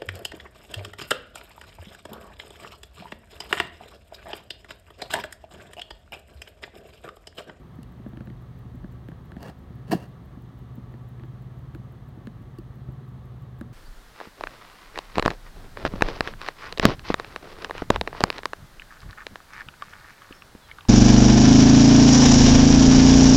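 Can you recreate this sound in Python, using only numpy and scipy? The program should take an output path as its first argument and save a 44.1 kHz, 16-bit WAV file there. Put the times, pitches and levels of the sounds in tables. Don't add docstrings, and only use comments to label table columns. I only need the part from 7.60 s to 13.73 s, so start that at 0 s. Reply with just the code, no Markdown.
import sys
import numpy as np
from scipy import signal
from scipy.fft import rfft, irfft
from scipy.io import wavfile

SR = 44100
rng = np.random.default_rng(int(sys.argv[2]) if len(sys.argv) > 2 else 0)


def dump_mix(stems):
    frames = np.atleast_2d(stems).T
    limited = np.clip(frames, -1, 1)
    pcm = np.round(limited * 32767).astype(np.int16)
    wavfile.write(sys.argv[1], SR, pcm)


N = 270333
TIME = np.arange(N) / SR

# offset from the beat in seconds, level in dB relative to the drop.
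BEAT_CONTACTS = [(-.0113, -12), (-.0062, -8), (0, 0)]
FIRST_BEAT_S, BEATS_PER_S = .1556, 6
# frequency in Hz, width in Hz, relative level in dB.
WATCH_MODES = [(7330, 190, 3.5), (8600, 660, -8), (11300, 400, 2.5), (12400, 1000, -26), (12400, 620, 2.5),
               (15400, 900, 5.5)]

# start in seconds, attack in seconds, hold in seconds,
# release to -60 dB in seconds, stroke level in dB, rasp in dB relative to the stroke,
# frequency in Hz above which the rasp dulls.
STROKES = [(1.761, 0.095, 0.043, 0.078, -46, 2, 5000), (2.266, 0.018, 0.15, 0.24, -50, 0, 9000),
           (2.308, 0.0097, 0.0069, 0.12, -22.5, -2.5, 18000)]
# frequency in Hz, width in Hz, relative level in dB.
CASING_MODES = [(179, 31, 1.5), (287, 45, 4), (340, 44, -6.5), (439, 54, -1.5), (573, 22, -3.5),
                (675, 51, 2), (754, 84, -4.5), (822, 45, -5), (995, 50, -21), (1680, 73, -6),
                (1905, 36, -7.5), (2634, 90, -14.5), (2850, 90, -10), (3190, 90, -18.5), (4130, 130, -18),
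                (4550, 185, -15.5), (4720, 200, -23), (5020, 80, -20.5), (5970, 150, -40), (8250, 360, -33)]
# frequency in Hz, relative density in dB per Hz.
RASP_COLOUR = [(150, 10.5), (500, 8.5), (1000, 1.5), (2000, -11.5), (3500, -17), (6000, -17.5),
               (10000, -20.5), (16000, -19)]
FIRST_CATCH_S, CATCH_GAP_S = 2.3174, .006
CATCH_DB, CATCH_GROWTH_DB = -24, 3.5
# time in seconds, level of the contact in dB before filtering.
NAIL_TICKS = [(0.2304, -45.5), (1.8291, -41), (4.9854, -48)]

# time in seconds, snap level in dB before a common trim,
# thump envelope peak in dB, thump pitch in Hz.
CREAKS = [(0.1856, -49, -37.5, 236), (0.4621, -43, -32, 222), (.5328, -43, -34, 214),
          (0.5713, -36, -38.5, 227), (0.606, -36, -32.5, 210), (0.672, -37, -33.5, 192),
          (0.7005, -37.5, -40, 200), (1.243, -37.5, -33, 195), (1.485, -35, -32.5, 160),
          (1.516, -37, -36, 158), (1.718, -33.5, -36.5, 195), (1.7655, -35, -33.5, 174),
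          (1.828, -33, -40, 171), (1.883, -32, -35, 165), (3.3389, -41, -36.5, 220),
          (3.5959, -41.5, -36, 228), (3.635, -37, -38, 336), (4.148, -32.5, -36, 319),
          (4.6703, -32, -32.5, 227), (6.0107, -30, -29, 227)]
# multiple of the snap's pitch, width in Hz, relative level in dB.
SNAP_MODES = [(.52, 595, -8.5), (.84, 280, 0.5), (1, 198, 4), (1.8, 494, -7.5), (2.4, 700, -10.5)]
SNAP_HZ = 1763
CREAK_DB, EDGE_DB = -37.5, -64.5
EDGE_GROWTH = 2.4
# frequency in Hz, width in Hz, relative level in dB.
KNOCK_MODES = [(205, 50, 0), (335, 50, -2), (560, 160, -15)]

# time in seconds, envelope peak in dB, pitch in Hz.
BUMPS = [(.396, -35, 208), (1.145, -36.5, 220), (2.104, -34, 200), (2.297, -26.5, 158),
         (2.3487, -17, 182.5), (2.772, -34, 240), (3.024, -37.5, 233), (3.178, -33.5, 232),
         (4.574, -34, 231), (4.986, -31.5, 333), (5.2869, -24.5, 128)]
FIDGETS_PER_S, FIDGET_DB, FIDGET_HZ = .7, -39, 228

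# multiple of the throb rate, relative level in dB before wavering.
HUM_PARTIALS = [(3, -14), (6, -7), (7, -0.5), (8, -7.5), (9, -38), (10, -30), (11, -28), (13, -31)]
# time in seconds, rate in pulses per second.
THROB_RATE = [(0, 17.5), (1.1, 17.62), (1.8, 17.43), (2.25, 17.68), (2.8, 17.38), (3.25, 17.38),
              (4.1, 18.08), (4.7, 17.38), (5.4, 18.07), (6.13, 17.55)]
# time in seconds, level in dB before a small trim.
HUM_LEVEL = [(0, -54), (.65, -44), (1.5, -47), (1.97, -52.5), (2.2, -43), (2.55, -51), (3.05, -47),
             (3.35, -44), (4.15, -40.5), (4.65, -51.5), (4.9, -45), (5.4, -41), (6.13, -46.5)]
# frequency in Hz, width in Hz, relative level in dB.
BEARING_MODES = [(749, 32, -10.5), (1136, 18, 6.5), (1291, 47, -3.5), (1680, 135, -10.5)]
BEARING_TURNS_PER_S, FIRST_RUB_S = 5.831, .156

# frequency in Hz before wander, rms level in dB before wavering,
# spread of the wavering in dB.
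ROOM_TONES = [(44.3, -61.5, 6), (70.66, -52, 2.5), (232.8, -64.5, 5), (254.6, -61.5, 2),
              (728.6, -70.5, 0.5)]
# frequency in Hz, relative density in dB per Hz.
AIR_COLOUR = [(33, -12), (46, 1.5), (90, 1), (170, 2), (290, -12), (360, -9), (470, -15), (700, -18.5),
              (1300, -21), (1420, -26.5), (1850, -25.5), (2450, -34.5), (3200, -33), (4300, -35)]
# frequency in Hz, relative density in dB per Hz.
HISS_COLOUR = [(4500, 1.5), (6300, 5), (7600, -1), (8400, 2.5), (9700, 0.5), (10400, -4), (11200, -2),
               (12400, 3.5), (14000, -1), (16000, 3)]
AIR_DB, HISS_DB = -46, -76

MIC_LOW_CUT_HZ, CUTOFF_HZ = 28, 15900


def watch(level_db=-60, tock_lag_s=.001, tock_db=0.5, uneven_db=1.6, decay_s=0.0016):
    beat = np.arange(int(N / SR * BEATS_PER_S))
    is_tock = beat % 2
    times = FIRST_BEAT_S + beat / BEATS_PER_S + tock_lag_s * is_tock
    offset, contact_db = np.transpose(BEAT_CONTACTS)
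    unevenness = uneven_db * rng.standard_normal((len(beat), 1))
    levels = level_db + contact_db + tock_db * is_tock[:, None] + unevenness
    contacts = bursts((times[:, None] + offset).ravel(), levels.ravel(), decay_s)
    return resonate(contacts, WATCH_MODES)


def slide(start, attack, hold, release, level_db, rasp_db, dull_hz, grain_db=3.0):
    t = TIME - start
    rise = np.clip(t / attack, 0, 1)
    fall = 1000.0 ** (-np.clip((t - attack - hold) / release, 0, 2))
    grain = rms_one(from_db(grain_db * np.clip(drift(190), -2, 2)))
    force = rise * fall * grain
    ringing = resonate(force * rng.standard_normal(N), CASING_MODES)
    dull = np.exp(-2 * np.pi * dull_hz / SR)
    rasp = signal.lfilter([1 - dull], [1, -dull], force * noise(RASP_COLOUR))
    return from_db(level_db) * (ringing + from_db(rasp_db) * rasp)


def catches(ring_db=2.0, rasp_db=-19.0, decay_s=0.0019, push_db=-4.5, push_hz=338, push_lag_s=0.00423, count=3):
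    k = np.arange(count)
    times = FIRST_CATCH_S + CATCH_GAP_S * k
    levels = CATCH_DB + CATCH_GROWTH_DB * k
    cracks = bursts(times, levels, decay_s)
    ringing = from_db(ring_db) * resonate(cracks, CASING_MODES)
    rasp = from_db(rasp_db) * np.abs(cracks) * noise(RASP_COLOUR)
    push_rows = zip(times + push_lag_s, levels + push_db, np.full(count, push_hz))
    return ringing + rasp + thumps(push_rows, rise_s=0.0035, decay_s=0.0069)


def nail(decay_s=.0015, ring_db=-2.5, lowest_hz=2200):
    times, levels = np.transpose(NAIL_TICKS)
    high_modes = [mode for mode in CASING_MODES if mode[0] > lowest_hz]
    ring = resonate(bursts(times, levels + ring_db, decay_s), high_modes)
    return bright_edges(times, levels, decay_s) + ring


def grip(knock_db=1.0, edge_s=0.0019, knock_s=0.0042, lag_s=0.00084):
    times, snap_db, thump_db, thump_hz = np.transpose(CREAKS)
    edges = bright_edges(times, EDGE_DB + EDGE_GROWTH * (snap_db - CREAK_DB), edge_s)
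    body = thumps(zip(times + lag_s, thump_db, thump_hz), rise_s=0.002, decay_s=0.009)
    return snaps() + edges + knocks(times, thump_db + knock_db, knock_s) + body


def snaps(level_db=-5.0, crunch=0.14, decay_s=0.0009, spread_octaves=0.046):
    out, t = np.zeros(N), TIME[:SR // 20]
    for start, snap_db, _, _ in CREAKS:
        hz = SNAP_HZ * 2 ** (spread_octaves * rng.standard_normal())
        force = crunch * rng.standard_normal(len(t)) * np.exp(-t / decay_s)
        force[SR // 1000] += 1
        cushion = signal.butter(2, 1.5 * hz, fs=SR, output="sos")
        modes = [(ratio * hz, width, mode_db) for ratio, width, mode_db in SNAP_MODES]
        ring = resonate(signal.sosfilt(cushion, force), modes)
        add(out, start, from_db(snap_db + level_db) * ring / np.abs(ring).max())
    return out


def hand(knock_db=-7.0, knock_s=0.006, spread_octaves=.15):
    times, levels, _ = np.transpose(BUMPS)
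    chance = rng.uniform(-1, 1, (round(FIDGETS_PER_S * N / SR), 2))
    fidgets = [(TIME[-1] * (1 + when) / 2, FIDGET_DB, FIDGET_HZ * 2 ** (spread_octaves * pitch))
               for when, pitch in chance]
    pushes = thumps(list(BUMPS) + fidgets, rise_s=0.0027, decay_s=0.0062)
    return knocks(times, levels + knock_db, knock_s) + pushes


def motor(waver_db=1.5, level_db=0.37, smear=0.58):
    angle = 2 * np.pi * (np.cumsum(in_time(THROB_RATE)) / SR + rng.random())
    hum = 0
    for order, db in HUM_PARTIALS:
        phase = smear * rng.uniform(-0.87, 1)
        hum = hum + from_db(db + waver_db * drift(2.5)) * np.sin(round(order) * angle + phase)
    return np.sqrt(2) * from_db(in_time(HUM_LEVEL) + level_db) * hum


def bearing(level_db=-66.5, rub_db=4.5):
    turn = np.cos(2 * np.pi * BEARING_TURNS_PER_S * (TIME - FIRST_RUB_S))
    friction = rms_one(from_db(rub_db * turn)) * rng.standard_normal(N)
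    return from_db(level_db) * resonate(friction, BEARING_MODES)


def room(wander=0.002):
    out = from_db(AIR_DB) * noise(AIR_COLOUR) + from_db(HISS_DB) * noise(HISS_COLOUR)
    for hz, db, waver_db in ROOM_TONES:
        angle = 2 * np.pi * np.cumsum(hz * (1 + wander * drift(5.3))) / SR
        out = out + np.sqrt(2) * from_db(db + waver_db * drift(2.8)) * np.sin(angle)
    return out


def bursts(times, levels_db, decay_s):
    starts = np.zeros(N)
    at = np.clip(np.round(np.asarray(times) * SR).astype(int), 0, N - 1)
    starts[at] = from_db(levels_db)
    envelope = signal.lfilter([1], [1, -np.exp(-1 / (decay_s * SR))], starts + 1e-18)
    return envelope * rng.choice([-1, 1], N)


def thumps(rows, rise_s, decay_s):
    out, t = np.zeros(N), TIME[:SR // 10]
    envelope = (1 - np.exp(-t / rise_s)) * np.exp(-t / decay_s)
    envelope = envelope / envelope.max()
    for start, db, hz in rows:
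        add(out, start, -from_db(db) * envelope * np.sin(2 * np.pi * hz * t))
    return out


def knocks(times, levels_db, decay_s, dull_hz=1100):
    cushion = signal.butter(2, dull_hz, fs=SR, output="sos")
    return signal.sosfilt(cushion, resonate(bursts(times, levels_db, decay_s), KNOCK_MODES))


def bright_edges(times, levels_db, decay_s, low_hz=2700, high_hz=12500):
    band = signal.butter(1, [low_hz, high_hz], "band", fs=SR, output="sos")
    return signal.sosfilt(band, bursts(times, levels_db, decay_s))


def resonate(force, modes):
    out, power = 0, 0
    for k, (hz, width, db) in enumerate(modes):
        r = np.exp(-np.pi * width / SR)
        poles = [1, -2 * r * np.cos(2 * np.pi * hz / SR), r * r]
        scale = (1 - r * r) / 2
        ring = signal.lfilter([1, 0, -1], poles, force + 1e-18)
        out = out + (-1) ** k * from_db(db) * scale * ring
        power += from_db(db) ** 2 * scale
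    return out / np.sqrt(power)


def noise(spectrum):
    hz, db = np.transpose(spectrum)
    f = np.maximum(np.arange(N // 2 + 1) * SR / N, 1)
    skirts = 1 / (1 + (hz[0] / f) ** 16 + (f / hz[-1]) ** 16)
    gain = from_db(np.interp(np.log(f), np.log(hz), db)) * np.sqrt(skirts)
    return rms_one(irfft(rfft(rng.standard_normal(N)) * gain, N))


def drift(rate):
    r = np.exp(-200 * np.pi * rate / SR)
    white = rng.standard_normal(N // 100 + 1002)
    slow = signal.lfilter([1], [1, -2 * r, r * r], white)[1000:]
    return np.interp(np.arange(N) / 100, np.arange(len(slow)), rms_one(slow))


def in_time(rows):
    return np.interp(TIME, *np.transpose(rows))


def from_db(db):
    return 10 ** (np.asarray(db) / 20)


def rms_one(x):
    return x / np.sqrt(np.mean(x ** 2) + 1e-20)


def add(out, start_s, sound):
    at = round(start_s * SR)
    out[at:at + len(sound)] += sound[:N - at]


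def scene():
    finger = sum(slide(*stroke) for stroke in STROKES) + catches() + nail()
    close = watch() + finger + grip() + hand()
    behind = motor() + bearing() + room()
    return (close + behind)[None, :]


def record(dry):
    low_cut = signal.butter(2, MIC_LOW_CUT_HZ, "high", fs=SR, output="sos")
    top_cut = signal.ellip(12, .1, 80, CUTOFF_HZ, fs=SR, output="sos")
    return signal.sosfilt(top_cut, signal.sosfilt(low_cut, dry))


dry = scene()
out = record(dry)
dump_mix(out)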